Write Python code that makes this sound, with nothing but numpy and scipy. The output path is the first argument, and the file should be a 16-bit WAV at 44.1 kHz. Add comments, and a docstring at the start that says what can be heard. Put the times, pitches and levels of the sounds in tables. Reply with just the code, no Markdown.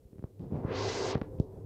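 """Inside a small cabin on a ship, close to a vacuum toilet. Machinery rumbles and hums through the hull,
and a few dull knocks sound. At 0.4 s the valve opens and water gulps down the pipe. From about 0.6 s
air rushes through the bowl, ringing bowl and pipe and brightening, until the valve shuts at 1.2 s
amid more knocks. The heaviest knock comes at 1.4 s, and the rumble is left louder than it began."""
import sys
import numpy as np
from scipy import signal
from scipy.fft import rfft, irfft
from scipy.io import wavfile

SR = 44100
rng = np.random.default_rng(int(sys.argv[2]) if len(sys.argv) > 2 else 0)


def generate_wav(signal):
    """Clip the signal to [-1, 1] and save it as 16-bit WAV at the path in sys.argv[1]."""
    frames = np.transpose(np.atleast_2d(signal))
    scaled = np.clip(frames, -1, 1) * 32767
    pcm = np.round(scaled).astype(np.int16)
    wavfile.write(sys.argv[1], SR, pcm)


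N = 72765
T = np.arange(N) / SR
CUTOFF_HZ = 15550


def from_db(db):
    """Decibels to gain."""
    return 10 ** (np.asarray(db) / 20)


def unit_rms(x):
    """Scale to unit power."""
    return x / np.sqrt(np.mean(x ** 2) + 1e-20)


def envelope(rows):
    """Gain at every sample, from rows of seconds and dB."""
    return from_db(np.interp(T, *np.transpose(rows)))


def drift(rate_hz):
    """A smooth random wander with a spread of 1."""
    step, settle = 40, 2000
    pole = np.exp(-2 * np.pi * rate_hz * step / SR)
    noise = rng.standard_normal(N // step + settle + 2)
    slow = signal.lfilter([1], [1, -2 * pole, pole * pole], noise)[settle:]
    return np.interp(np.arange(N) / step, np.arange(len(slow)), unit_rms(slow))


def ring(x, hz, t60):
    """A damped resonance: a unit click sets a sine of height 1 ringing."""
    r, w = np.exp(-np.log(1000) / (t60 * SR)), 2 * np.pi * hz / SR
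    return signal.lfilter([0, np.sin(w)], [1, -2 * r * np.cos(w), r * r], x + 1e-18)


def butter(x, hz, kind, order=2):
    """Butterworth filter."""
    return signal.sosfilt(signal.butter(order, hz, kind, fs=SR, output="sos"), x)


def noise_band(low_hz, high_hz, order=2):
    """Band-passed noise of unit power."""
    return unit_rms(butter(rng.standard_normal(N), [low_hz, high_hz], "band", order))


def third_octaves(x, spectrum):
    """Colour a signal and split it: centres in Hz, and bands that together have unit power."""
    centres = 20 * 2 ** (np.arange(30) / 3)
    log_hz = np.log(np.arange(N // 2 + 1) * SR / N + 1)
    hz, db = np.transpose(spectrum)
    coloured = rfft(x) * from_db(np.interp(log_hz, np.log(hz), db))
    windows = [np.interp(log_hz, np.log(centres), row) for row in np.eye(len(centres))[1:-1]]
    bands = np.array([irfft(coloured * window, N) for window in windows])
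    return centres[1:-1, None], bands / bands.sum(0).std()


def hum_line(hz, waver_hz=2, waver_db=6.5, rate_hz=6.6):
    """A sine that wavers in pitch and level."""
    phase = 2 * np.pi * np.cumsum(hz + waver_hz * drift(rate_hz)) / SR
    return unit_rms(np.sin(phase) * from_db(waver_db * drift(rate_hz)))


# Rumble and hum as they reach the cabin. Each row: time in seconds, level in dB.
MACHINERY_LEVEL = [(0, -58), (.38, -56), (.6, -50), (1.2, -50), (1.35, -41), (1.48, -49.5), (1.57, -42.5),
                   (1.65, -48.5)]
# The rumble's colour. Each row: frequency in Hz, relative density in dB.
RUMBLE_SPECTRUM = [(25, -6), (60, -3), (100, 2.5), (200, -7.5), (300, -9.5), (450, -5), (620, -16.5),
                   (1000, -33.5), (1500, -41), (3000, -54.5)]
# The hum. Each row: pitch in Hz, level in dB against the machinery level.
HUM_LINES = [(102.5, -3), (298, -16.5), (383, -8), (428, -14.5), (514, -14.5)]
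# The whirr, far in the background. Each row: time in seconds, level in dB.
WHIRR_LEVEL = [(0, -90), (.38, -83), (.6, -58.5), (1.3, -65.5), (1.65, -68.5)]


def machinery():
    """The ship's machinery, heard through the hull: rumble, wavering hum and a faint whirr."""
    _, bands = third_octaves(rng.standard_normal(N), RUMBLE_SPECTRUM)
    rumble = from_db(-2.5) * bands.sum(0)
    hum = sum(from_db(db) * hum_line(hz) for hz, db in HUM_LINES)
    whirr = noise_band(580, 1019, order=3)
    return envelope(MACHINERY_LEVEL) * (rumble + hum) + envelope(WHIRR_LEVEL) * whirr


def cabin_reflections(x, t60=0.23, delay_s=0.012, level_db=-11.5):
    """Short, dense reflections from thin walls close around the microphone; the bass passes out."""
    response = rng.standard_normal(N) * np.exp(-np.log(1000) * T / t60) * (T > delay_s)
    response /= np.linalg.norm(response)
    return from_db(level_db) * signal.fftconvolve(butter(x, 350, "high"), response)[:N]


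# Dull knocks in the cabin. Each row: start in seconds, strength in dB, pitch in Hz,
# relative slap and tick strengths in dB, tick centre in Hz, tick width in octaves.
KNOCK_HITS = [(0.052, -41.5, 69.5, -42, -40, 1000, 1.5), (0.13, -40.5, 150, -4, -18, 1000, 1.6),
              (.157, -42.5, 120, -12, -16, 1000, 1.5), (0.1831, -41.5, 131, -2.5, -10.5, 1000, 1.8),
              (0.193, -35, 125, -5.5, -13, 1000, 1.6), (0.2252, -36, 180, -4, -13, 900, 1.5),
              (0.2402, -27, 112, -3, -8, 820, 1.25), (0.395, -36, 113, -16, -20, 1600, 2.6),
              (0.5219, -30.5, 150, -4, -33, 1200, 1.5), (0.587, -29, 190, -10, -28, 1200, 1.5),
              (0.648, -20.5, 134, -7.5, -49, 1000, 1.5), (1.150, -29.5, 220, -8.5, -5, 1780, 2.62),
              (1.154, -19.5, 117.6, 2, -1, 900, 1.5), (1.17, -27, 150, -21, -17, 1200, 1.5),
              (1.179, -36, 152, -18, -12.5, 2200, 2.6), (1.215, -23.5, 157, -12.5, -0.5, 856, 1.98),
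              (1.2185, -27, 148, 1, -0.5, 780, 1.83), (1.386, -30, 112, -25, -25, 2700, 0.72),
              (1.3995, -13.5, 129.6, -5.5, -29.5, 4330, 1.53)]


def knocks(thump_cycles=2.85):
    """Each knock is a heavily damped thump, a shorter slap and the tick of the contact."""
    out = np.zeros(N)
    for start, db, hz, slap_db, tick_db, tick_hz, tick_octaves in KNOCK_HITS:
        click = np.zeros(N)
        click[int(start * SR)] = from_db(db)
        thump = ring(click, hz, t60=thump_cycles / hz)
        slap = from_db(slap_db) * ring(click, hz=405, t60=0.0071)
        body = butter(thump - slap, 900, "low", order=3)
        span = 2 ** (tick_octaves / 2)
        tick = butter(click, [tick_hz / span, min(tick_hz * span, CUTOFF_HZ)], "band")
        tick = butter(tick, 6140, "low", order=6)
        out += 1.91 * butter(body, 49, "high") + 7 * from_db(tick_db) * tick
    return out


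# Water down in the pipe. Each row: time in seconds, level in dB at full brightness.
WATER_LEVEL = [(.39, -85), (.401, -36), (.45, -38.5), (.495, -45), (.525, -34), (.555, -29.5),
               (.585, -36.5), (.605, -42), (.65, -44), (.7, -39), (.9, -100)]
# The colour of the gulping. Each row: frequency in Hz, relative density in dB.
GULP_SPECTRUM = [(35, -15.5), (70, -7.5), (130, -4), (300, -11), (520, -16), (900, -24.5), (1500, -36.5),
                 (2600, -42), (5000, -64)]
# Fine spray. Each row: time in seconds, level in dB.
SPRAY_LEVEL = [(.38, -100), (.41, -78), (.5, -84.5), (.56, -75), (.62, -81), (.7, -87), (.8, -110)]


def water(gulps_per_s=130, spread_db=3.5, octaves_per_s=12.3):
    """Uneven gulps and churning in the pipe, brighter as air is drawn in, with a hiss of spray."""
    gulp_rate = gulps_per_s * np.exp(0.4 * drift(60))
    gulp_count = np.floor(np.cumsum(gulp_rate) / SR)
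    gulps = np.diff(gulp_count, prepend=0) * from_db(spread_db * rng.standard_normal(N))
    churn = rng.standard_normal(N)
    hz, bands = third_octaves(unit_rms(gulps) + churn, GULP_SPECTRUM)
    edge_hz = 162 * 2 ** (octaves_per_s * (T - WATER_LEVEL[0][0]))
    gulping = (bands / np.sqrt(1 + (hz / edge_hz) ** 2)).sum(0)
    return envelope(WATER_LEVEL) * gulping + envelope(SPRAY_LEVEL) * noise_band(1500, 4930)


def resonances(rows):
    """Turbulence rings each resonance as a narrow band of noise."""
    return sum(from_db(db) * noise_band(hz - width / 2, hz + width / 2) for hz, width, db in rows)


# The air jet, close to the bowl. Each row: frequency in Hz, relative density in dB.
JET_SPECTRUM = [(50, -13), (100, -4.5), (200, -8), (330, -6.5), (420, 0), (600, -5), (1000, -8),
                (1400, -15.5), (2500, -17), (3200, -18), (4500, -14.5), (5600, -17), (6800, -19.5),
                (8000, -31), (10000, -52)]
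# Resonances of pipe and bowl. Each row: centre in Hz, width in Hz, level in dB at full flow.
PIPE_MODES = [(103.4, 16.7, -44.5), (266.4, 14, -52), (301.4, 17.7, -50), (381.8, 10, -42.5),
              (432, 81, -39), (511, 31, -48.5)]
BOWL_MODES = [(650.4, 35, -57), (890, 22, -65), (917, 29, -58.5), (1062, 19, -57), (1403, 20, -63),
              (1571, 22, -64), (1618, 17, -61), (2021, 21, -58.5), (2068, 27, -62)]


def air_rush(open_s=0.57, full_s=0.79, closing_s=1.0937, shut_s=1.215, flutter_db=1.54):
    """The valve's opening sets level and brightness of the jet, which also sounds bowl and pipe."""
    opening = np.interp(T, [open_s, full_s, closing_s, shut_s], [0, 1, 1, 0])
    fade_db = 500 * np.maximum(open_s - T, 0) + 195 * np.maximum(T - shut_s, 0)
    flow = from_db(-18 * (1 - opening) ** 2 - fade_db)
    shut_edge_hz = 525
    open_edge_hz = 5800 + 19000 * np.maximum(T - full_s, 0)  # keeps brightening once fully open
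    edge_hz = shut_edge_hz * (open_edge_hz / shut_edge_hz) ** opening
    hz, bands = third_octaves(rng.standard_normal(N), JET_SPECTRUM)
    flutter = from_db(flutter_db * np.array([drift(20) for _ in hz]))
    rolloff = 0.0087 + 1 / np.sqrt(1 + (hz / edge_hz) ** 7)
    jet = from_db(-37) * (bands * flutter * rolloff).sum(0)
    return flow * (jet + resonances(PIPE_MODES) + opening * resonances(BOWL_MODES))


def scene():
    """Machinery behind, the flush in front, and knocks that come back off the walls, in mono."""
    hits = knocks()
    return (machinery() + water() + air_rush() + hits + cabin_reflections(hits))[None]


def record(dry):
    """One microphone in the cabin, with faint hiss; the deepest bass and the top are cut."""
    heard = butter(dry, 17, "high") + from_db(-78) * rng.standard_normal(N)
    return signal.sosfilt(signal.ellip(10, 0.1, 70, CUTOFF_HZ, fs=SR, output="sos"), heard)


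dry = scene()
out = record(dry)
generate_wav(out)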